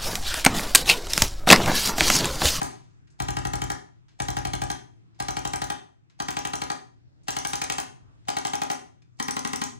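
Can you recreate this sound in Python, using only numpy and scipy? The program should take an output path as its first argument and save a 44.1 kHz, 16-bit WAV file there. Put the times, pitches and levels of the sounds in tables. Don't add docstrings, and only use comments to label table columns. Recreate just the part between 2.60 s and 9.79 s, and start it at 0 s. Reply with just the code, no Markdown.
import sys
import numpy as np
from scipy import signal
from scipy.fft import rfft, irfft, next_fast_len
from scipy.io import wavfile
from scipy.ndimage import uniform_filter1d, minimum_filter1d, map_coordinates

SR = 44100
rng = np.random.default_rng(int(sys.argv[2]) if len(sys.argv) > 2 else 0)


def to_linear_factor(level_db):
    exponent = np.asarray(level_db, float) / 20
    return 10 ** exponent


def transcribe(u):
    v = np.clip(np.atleast_2d(u).T, -1, 1)
    q = np.round(v * 32767).astype(np.int16)
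    wavfile.write(sys.argv[1], SR, q)


N = 317150


def rms_one(x):
    return x / np.sqrt(np.mean(x ** 2) + 1e-20)


def at_hz(points, hz):
    table_hz, value = np.transpose(points)
    return np.interp(np.log(hz), np.log(table_hz), value)


def drift(rate_hz):
    knots = rng.standard_normal(400)
    return map_coordinates(knots, [np.arange(N) / SR * rate_hz], order=1)


def coloured(x, gain_at):
    size = next_fast_len(N + SR // 4, True)
    return irfft(rfft(x, size) * gain_at(np.fft.rfftfreq(size, 1 / SR)), size)[..., :N]


def above(x, hz):
    return signal.sosfilt(signal.butter(4, hz, "high", fs=SR, output="sos"), x)


def strike(times, level_db, modes, uneven_db):
    out = np.zeros(N)
    luck = rng.standard_normal((len(times), len(modes)))
    at = np.round(times * SR).astype(int)
    for k, (hz, mode_db, t60) in enumerate(modes):
        clicks = np.full(N, 1e-18)
        polarity = (-1) ** (k + 1)
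        clicks[at] = polarity * to_linear_factor(level_db + mode_db + uneven_db * luck[:, k])
        decay = to_linear_factor(-60 / (max(t60, .002) * SR))
        turn = 2 * np.pi * hz / SR
        out += signal.lfilter([0, np.sin(turn)], [1, -2 * decay * np.cos(turn), decay ** 2], clicks)
    return out


def puffs(times, level_db, t60, low_hz, high_hz, rise=0.0016, spread=0.57):
    lead = SR // 50
    shape = np.zeros(N + SR)
    t = np.arange(-lead, round(np.max(t60) * SR) + 100) / SR
    for s, peak, fall in np.broadcast(times, to_linear_factor(level_db), t60):
        at = round(s * SR)
        swell_and_fall = np.where(t > 0, t / max(fall, .002), -t / max(rise, 1e-4))
        shape[at:at + len(t)] += peak * to_linear_factor(-60 * swell_and_fall)
    band = signal.butter(2, [low_hz, high_hz], "band", fs=SR, output="sos")
    mid, side = signal.sosfilt(band, shape[lead:][:N] * rng.standard_normal((2, N)))
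    return mid + spread * side * [[1], [-1]]


def bands(size, likeness):
    edges = 30 * 2 ** np.arange(0, 9.6, .5)
    white = rng.standard_normal((2, 2, size))
    for k, (low, high) in enumerate(zip(edges, edges[1:])):
        band = signal.butter(2, [low, high], "band", fs=SR, output="sos")
        mid, side = signal.sosfilt(band, white[k % 2])
        hz = np.sqrt(low * high)
        alike = np.clip(at_hz(likeness, hz), -1, 1)
        mid, side = np.sqrt(1 + alike) * mid, np.sqrt(1 - alike) * side
        yield hz, np.array([mid + side, mid - side])


# pitch_hz, level_db (per Hz)
AIR_SPECTRUM = [(30, -11), (80, -11.5), (123, 3), (193, -27), (283, -15.5), (490, -39), (668, -19.5),
                (808, -31), (910, -16.5), (1180, -32), (2100, -34), (3000, -37), (9000, -45),
                (11700, -94.5), (19800, -120)]
# pitch_hz, likeness (-1 to 1)
AIR_LIKENESS = [(40, -.8), (120, -.6), (240, -.4), (950, -.5), (3800, -.5), (15000, -.7)]
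# time_s, level_db
AIR_LEVEL = [(0.3, -60), (1.399, -62), (2.402, -59), (3.448, -64), (4.448, -61), (5.5, -56.5), (6.448, -64),
             (7.19, -53)]


def air():
    t = np.arange(N) / SR
    rumble = sum(to_linear_factor(at_hz(AIR_SPECTRUM, hz) + 2.5 * drift(11)) * noise
                 for hz, noise in bands(N, AIR_LIKENESS))
    hum = to_linear_factor(1.5 + 2.1 * drift(11)) * np.sin(2 * np.pi * 121 * t + 4.0 * drift(6.1))
    level_db = np.interp(t, *np.transpose(AIR_LEVEL))
    return to_linear_factor(level_db) * (rms_one(rumble) + hum * [[1], [-.25]])


def earlier_blows():
    return puffs(np.zeros(1), -36.5, 0.54, 100, 7000)


# pitch_hz, level_db, t60_s
TIP = [(2030, 2.5, 0.0055), (3180, -5, 0.015), (3930, -4.5, 0.0075), (6050, -7.5, .005), (8600, 2.5, .0025),
       (10900, -4, 0.0013), (15000, -9, .003)]


def plunger_crack(blow, crack_db):
    slide = puffs(blow, crack_db - 17, 0.0045, 630, 9700, rise=0.038)
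    slam = puffs(blow + 0.00032, crack_db + 3, 0.027, 730, 14000, rise=0.0038)
    first_stroke = strike(blow + .0004, crack_db - 3.0, TIP, uneven_db=1.5)
    second_stroke = strike(blow + .0026, crack_db - 4.0, TIP, uneven_db=2.0)
    return slide + slam + first_stroke + second_stroke


# pitch_hz, level_db, t60_s
SHELL = [(766, 5, .1), (880, -8, .04), (812, 4, .09)]
# pitch_hz, level_db, t60_s
CAP = [(973, -13, 0.25), (1077, 3.5, 0.01), (1213, -0.5, 0.041), (1470, -4, 0.021), (1653, -2, 0.016)]


def housing_ring(blow, back, shell_db, cap_db):
    pull = strike(blow - .010, shell_db - 22, SHELL, uneven_db=1.5)
    shell = strike(blow + .001, shell_db, SHELL, uneven_db=.6)
    cap = strike(blow + .001, cap_db, CAP, uneven_db=.8)
    shaken = strike(back, shell_db - 9, SHELL + CAP, uneven_db=2.0)
    return above(pull + shell + cap + shaken, 550)


# pitch_hz, level_db, t60_s
CHEST = [(64.3, 4.5, 0.28), (74, 2.5, 0.15), (120.2, 5.5, 0.15)]
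# pitch_hz, level_db, t60_s
FLESH = [(169, -8.5, 0.0055), (227, -2.5, 0.018), (262.7, 10.5, 0.014), (404, -4.5, 0.052)]
# pitch_hz, level_db, t60_s
HANDLE = [(244, 2, .07), (1048, 4, .06), (1940, -3, .03), (2110, -6, .02)]


def body_thump(blow, chest_db, flesh_db, handle_db):
    handle = strike(blow + .002, handle_db, HANDLE, uneven_db=1.2)
    flesh = strike(blow + 0.003626, flesh_db, FLESH, uneven_db=.5)
    chest = strike(blow + .006, chest_db, CHEST, uneven_db=.5)
    wall_echo = strike(blow + 0.0281, chest_db - 3, CHEST + FLESH, uneven_db=.6)
    return above(chest + wall_echo, 52) + above(flesh + handle, 130)


def loose_parts(blow, back_lag, loose_db):
    lags_s = np.array([.0035, .007, .011, .03, .045])
    luck = rng.standard_normal((len(blow), 5, 2))
    chatter = (blow[:, None] + lags_s * (1 + 0.11 * luck[..., 0])).ravel()
    chatter_db = (loose_db[:, None] - 150 * lags_s + 4.5 * luck[..., 1]).ravel()
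    chance = rng.standard_normal((2, len(blow)))
    knock = blow + .65 * back_lag + .0012 * chance[0]
    knock_db = loose_db + 1.5 - 7.0 * np.abs(chance[1])
    knock_modes = [(3200, 0.0, 0.0063), (2700, -13, 0.0017)]   # pitch_hz, level_db, t60_s
    return (puffs(chatter, chatter_db, 0.0097, 910, 9000)
            + strike(knock - .0003, knock_db, knock_modes, uneven_db=1.5))


# pitch_hz, level_db, t60_s
STOP = [(5795, -6.5, 0.015), (6165, -6, 0.017), (6500, -17, 0.0045), (8160, 2, 0.0059),
        (10800, 11.5, 0.0019), (14480, 5.5, 0.0035)]


def rebound_click(back, back_db):
    ring = strike(back - .0003, back_db - 3, STOP, uneven_db=2.0)
    return ring + puffs(back - .0003, back_db + 2.0, 0.01, 5400, 10000)


def coil_slack(first_blow):
    return puffs(first_blow - 0.0095, -25.5 - 18, 0.0095, 3000, 9500)


# start_s, crack_db, rebound_lag_s, rebound_db, looseness_db
BURSTS = [
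    (0.016, -27, 0.02, -18.5, -48.5),
    (.6012, -26.5, .0213, -24, -48.5),
    (1.601, -26.5, 0.021, -23.5, -34.5),
    (2.601, -26.5, 0.024, -24, -34.5),
    (3.601, -27, 0.022, -23, -36.5),
    (4.6829, -23.5, .0232, -17, -29.5),
    (5.6842, -25.5, 0.019, -21.5, -28),
    (6.5994, -25, 0.026, -18.5, -35.5),
]
BLOW_COUNTS = [1, 7, 7, 7, 7, 7, 6, 6]
# chest_db, flesh_db, shell_db, cap_db, handle_db
PLACES = [(-35, -27, -29.5, -22.5, -33.5), (-36, -30, -32, -26, -40), (-37.5, -31.5, -31, -27.5, -49),
          (-43.5, -31.5, -31.5, -27, -40.5), (-50.5, -31.5, -33, -25.5, -37),
          (-51, -33.5, -32.5, -25.5, -37), (-57.5, -30, -29, -25.5, -34), (-58.5, -32.5, -35, -27.5, -28)]


def tapper():
    first, crack_db, back_lag, back_db, loose_db = np.repeat(BURSTS, BLOW_COUNTS, axis=0).T
    chest_db, flesh_db, shell_db, cap_db, handle_db = np.repeat(PLACES, BLOW_COUNTS, axis=0).T
    done = np.concatenate([np.arange(count) for count in BLOW_COUNTS])
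    to_come = np.concatenate([np.arange(count)[::-1] for count in BLOW_COUNTS])
    last = to_come == 0
    blow = first + done / 12
    crack_db = crack_db + 0.18 * (done - to_come) / 2
    chest_db = chest_db - 8.5 * last
    shell_db = shell_db + 1 * last
    back_lag = back_lag - .005 * last
    chance = rng.standard_normal((2, len(blow)))
    back = blow + back_lag + .001 * chance[0]
    back_db = back_db - 0.5 * last + 2.0 * chance[1]
    ring = housing_ring(blow, back, shell_db, cap_db) + body_thump(blow, chest_db, flesh_db, handle_db)
    snap = plunger_crack(blow, crack_db) + loose_parts(blow, back_lag, loose_db)
    snap += rebound_click(back, back_db)
    snap += coil_slack(blow[done == 0][1:])
    return ring, snap


# pitch_hz, t60_s
ROOM_T60 = [(50, 0.17), (130, 0.55), (350, 0.49), (920, 0.36), (2430, 0.38), (6400, 0.35), (13000, 0.26)]
# pitch_hz, level_db
ROOM_COLOUR = [(60, -7.5), (150, -6.5), (260, -6.5), (420, 5), (800, -2.5), (1500, -0.5), (4500, -4.5),
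               (9000, -6), (15000, -7)]
# pitch_hz, likeness (-1 to 1)
ROOM_LIKENESS = [(60, .4), (300, .8), (900, .9), (2000, .2), (3200, .6), (4800, .15), (6500, .5),
                 (8500, .88), (10000, 1), (13000, 1), (16000, .6)]


def room(x):
    t = np.arange(30000) / SR
    echoes = sum(to_linear_factor(at_hz(ROOM_COLOUR, hz) - 60 * t / at_hz(ROOM_T60, hz)) * noise
                 for hz, noise in bands(len(t), ROOM_LIKENESS))
    first_walls = np.clip((t - .002) / 0.00083, 0, 1)
    return signal.fftconvolve(x[None], echoes * first_walls * to_linear_factor(-30), axes=1)[:, :N]


# start_s, peak_db, ring_out_s
GRIP = [
    (0.4731, -52, 0.075),
    (1.4832, -51, 0.2),
    (2.546, -58, 0.2),
    (3.4982, -49.5, 0.096),
    (5.609, -75, 0.081),
    (5.6526, -51.5, 0.042),
    (6.4208, -48.5, 0.049),
]
# start_s, peak_db, ring_out_s
TRIGGER = [
    (.503, -54.5, 0.14),
    (4.634, -54, 0.098),
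    (6.571, -60, 0.052),
]


def grip():
    rub, rub_db, rub_fall = np.transpose(GRIP)
    tick, tick_db, tick_fall = np.transpose(TRIGGER)
    return puffs(rub, rub_db - 6.5, rub_fall, 800, 6500) + puffs(tick, tick_db - 3.5, tick_fall, 4500, 9000)


# pitch_hz, level_db
LEFT_OVER = [(60, -1.0), (92, 1.0), (140, 7.0), (210, 10.5), (330, 5.5), (500, 1.5), (770, 2.5),
             (1170, 1.5), (2380, 3.5), (4400, 2.0), (6400, 0.0), (15000, 0.0)]
# pitch_hz, lead_radians
LEFT_LEAD = [(0, 1.2), (120, 1.5), (260, 2.8), (690, 3.8), (1290, 3.7), (2200, 5.4), (3300, 4.7),
             (4600, 5.2), (6200, .7), (8300, 2.9), (13000, 3.2), (15000, 4.1), (16700, 3.2)]


def ports(x):
    def sides(hz):
        lean = to_linear_factor(at_hz(LEFT_OVER, hz + 1) / 2)
        lag = np.exp(-1j * np.interp(hz, *np.transpose(LEFT_LEAD)))
        return [lean, lag / lean]
    return coloured(x, sides)


def scene():
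    ring, snap = tapper()
    snap = snap + grip()
    near = ring + snap + earlier_blows()
    return ports(near + room(to_linear_factor(-4.5) * ring + snap.mean(0))) + air()


# pitch_hz, level_db
MICROPHONE = [(20, -8.5), (50, 6), (8500, -1.5), (12500, -15.5), (14500, -7), (15800, -2.5), (16500, -24.5)]


def microphone(x):
    return coloured(x, lambda hz: to_linear_factor(at_hz(MICROPHONE, hz + 1)) * (hz < 16800))


def limiter(x):
    limit_db, recovery_db_per_s = -13, 400
    over = np.maximum(20 * np.log10(np.abs(x).max(0) + 1e-9) - limit_db, 0)
    slope = recovery_db_per_s * np.arange(N) / SR
    held = np.maximum.accumulate(over + slope) - slope
    ahead = uniform_filter1d(-minimum_filter1d(-held, size=89), size=45)
    return x * to_linear_factor(-.7 * ahead)


# from_hz, to_hz, least_db
SPARED = [(8300, 9600, -63), (9600, 13800, -54), (13800, 17000, -61)]


def drop_faint_treble(x):
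    for low, high, least_db in SPARED:
        corners = [low, low + 300, high, high + 300]
        treble = coloured(x.mean(0), lambda hz: np.interp(hz, corners, [0, 1, 1, 0]))
        faint = uniform_filter1d(treble ** 2, size=256) < to_linear_factor(2 * (least_db + 5 * drift(30)))
        x = x - treble * uniform_filter1d(1. * faint, size=128)
    return x


def band_limit(x):
    return signal.sosfilt(signal.butter(12, 17160, fs=SR, output="sos"), x)


def record(dry):
    mix = drop_faint_treble(limiter(microphone(dry)))
    return band_limit(mix)


dry = scene()
out = record(dry)
transcribe(out)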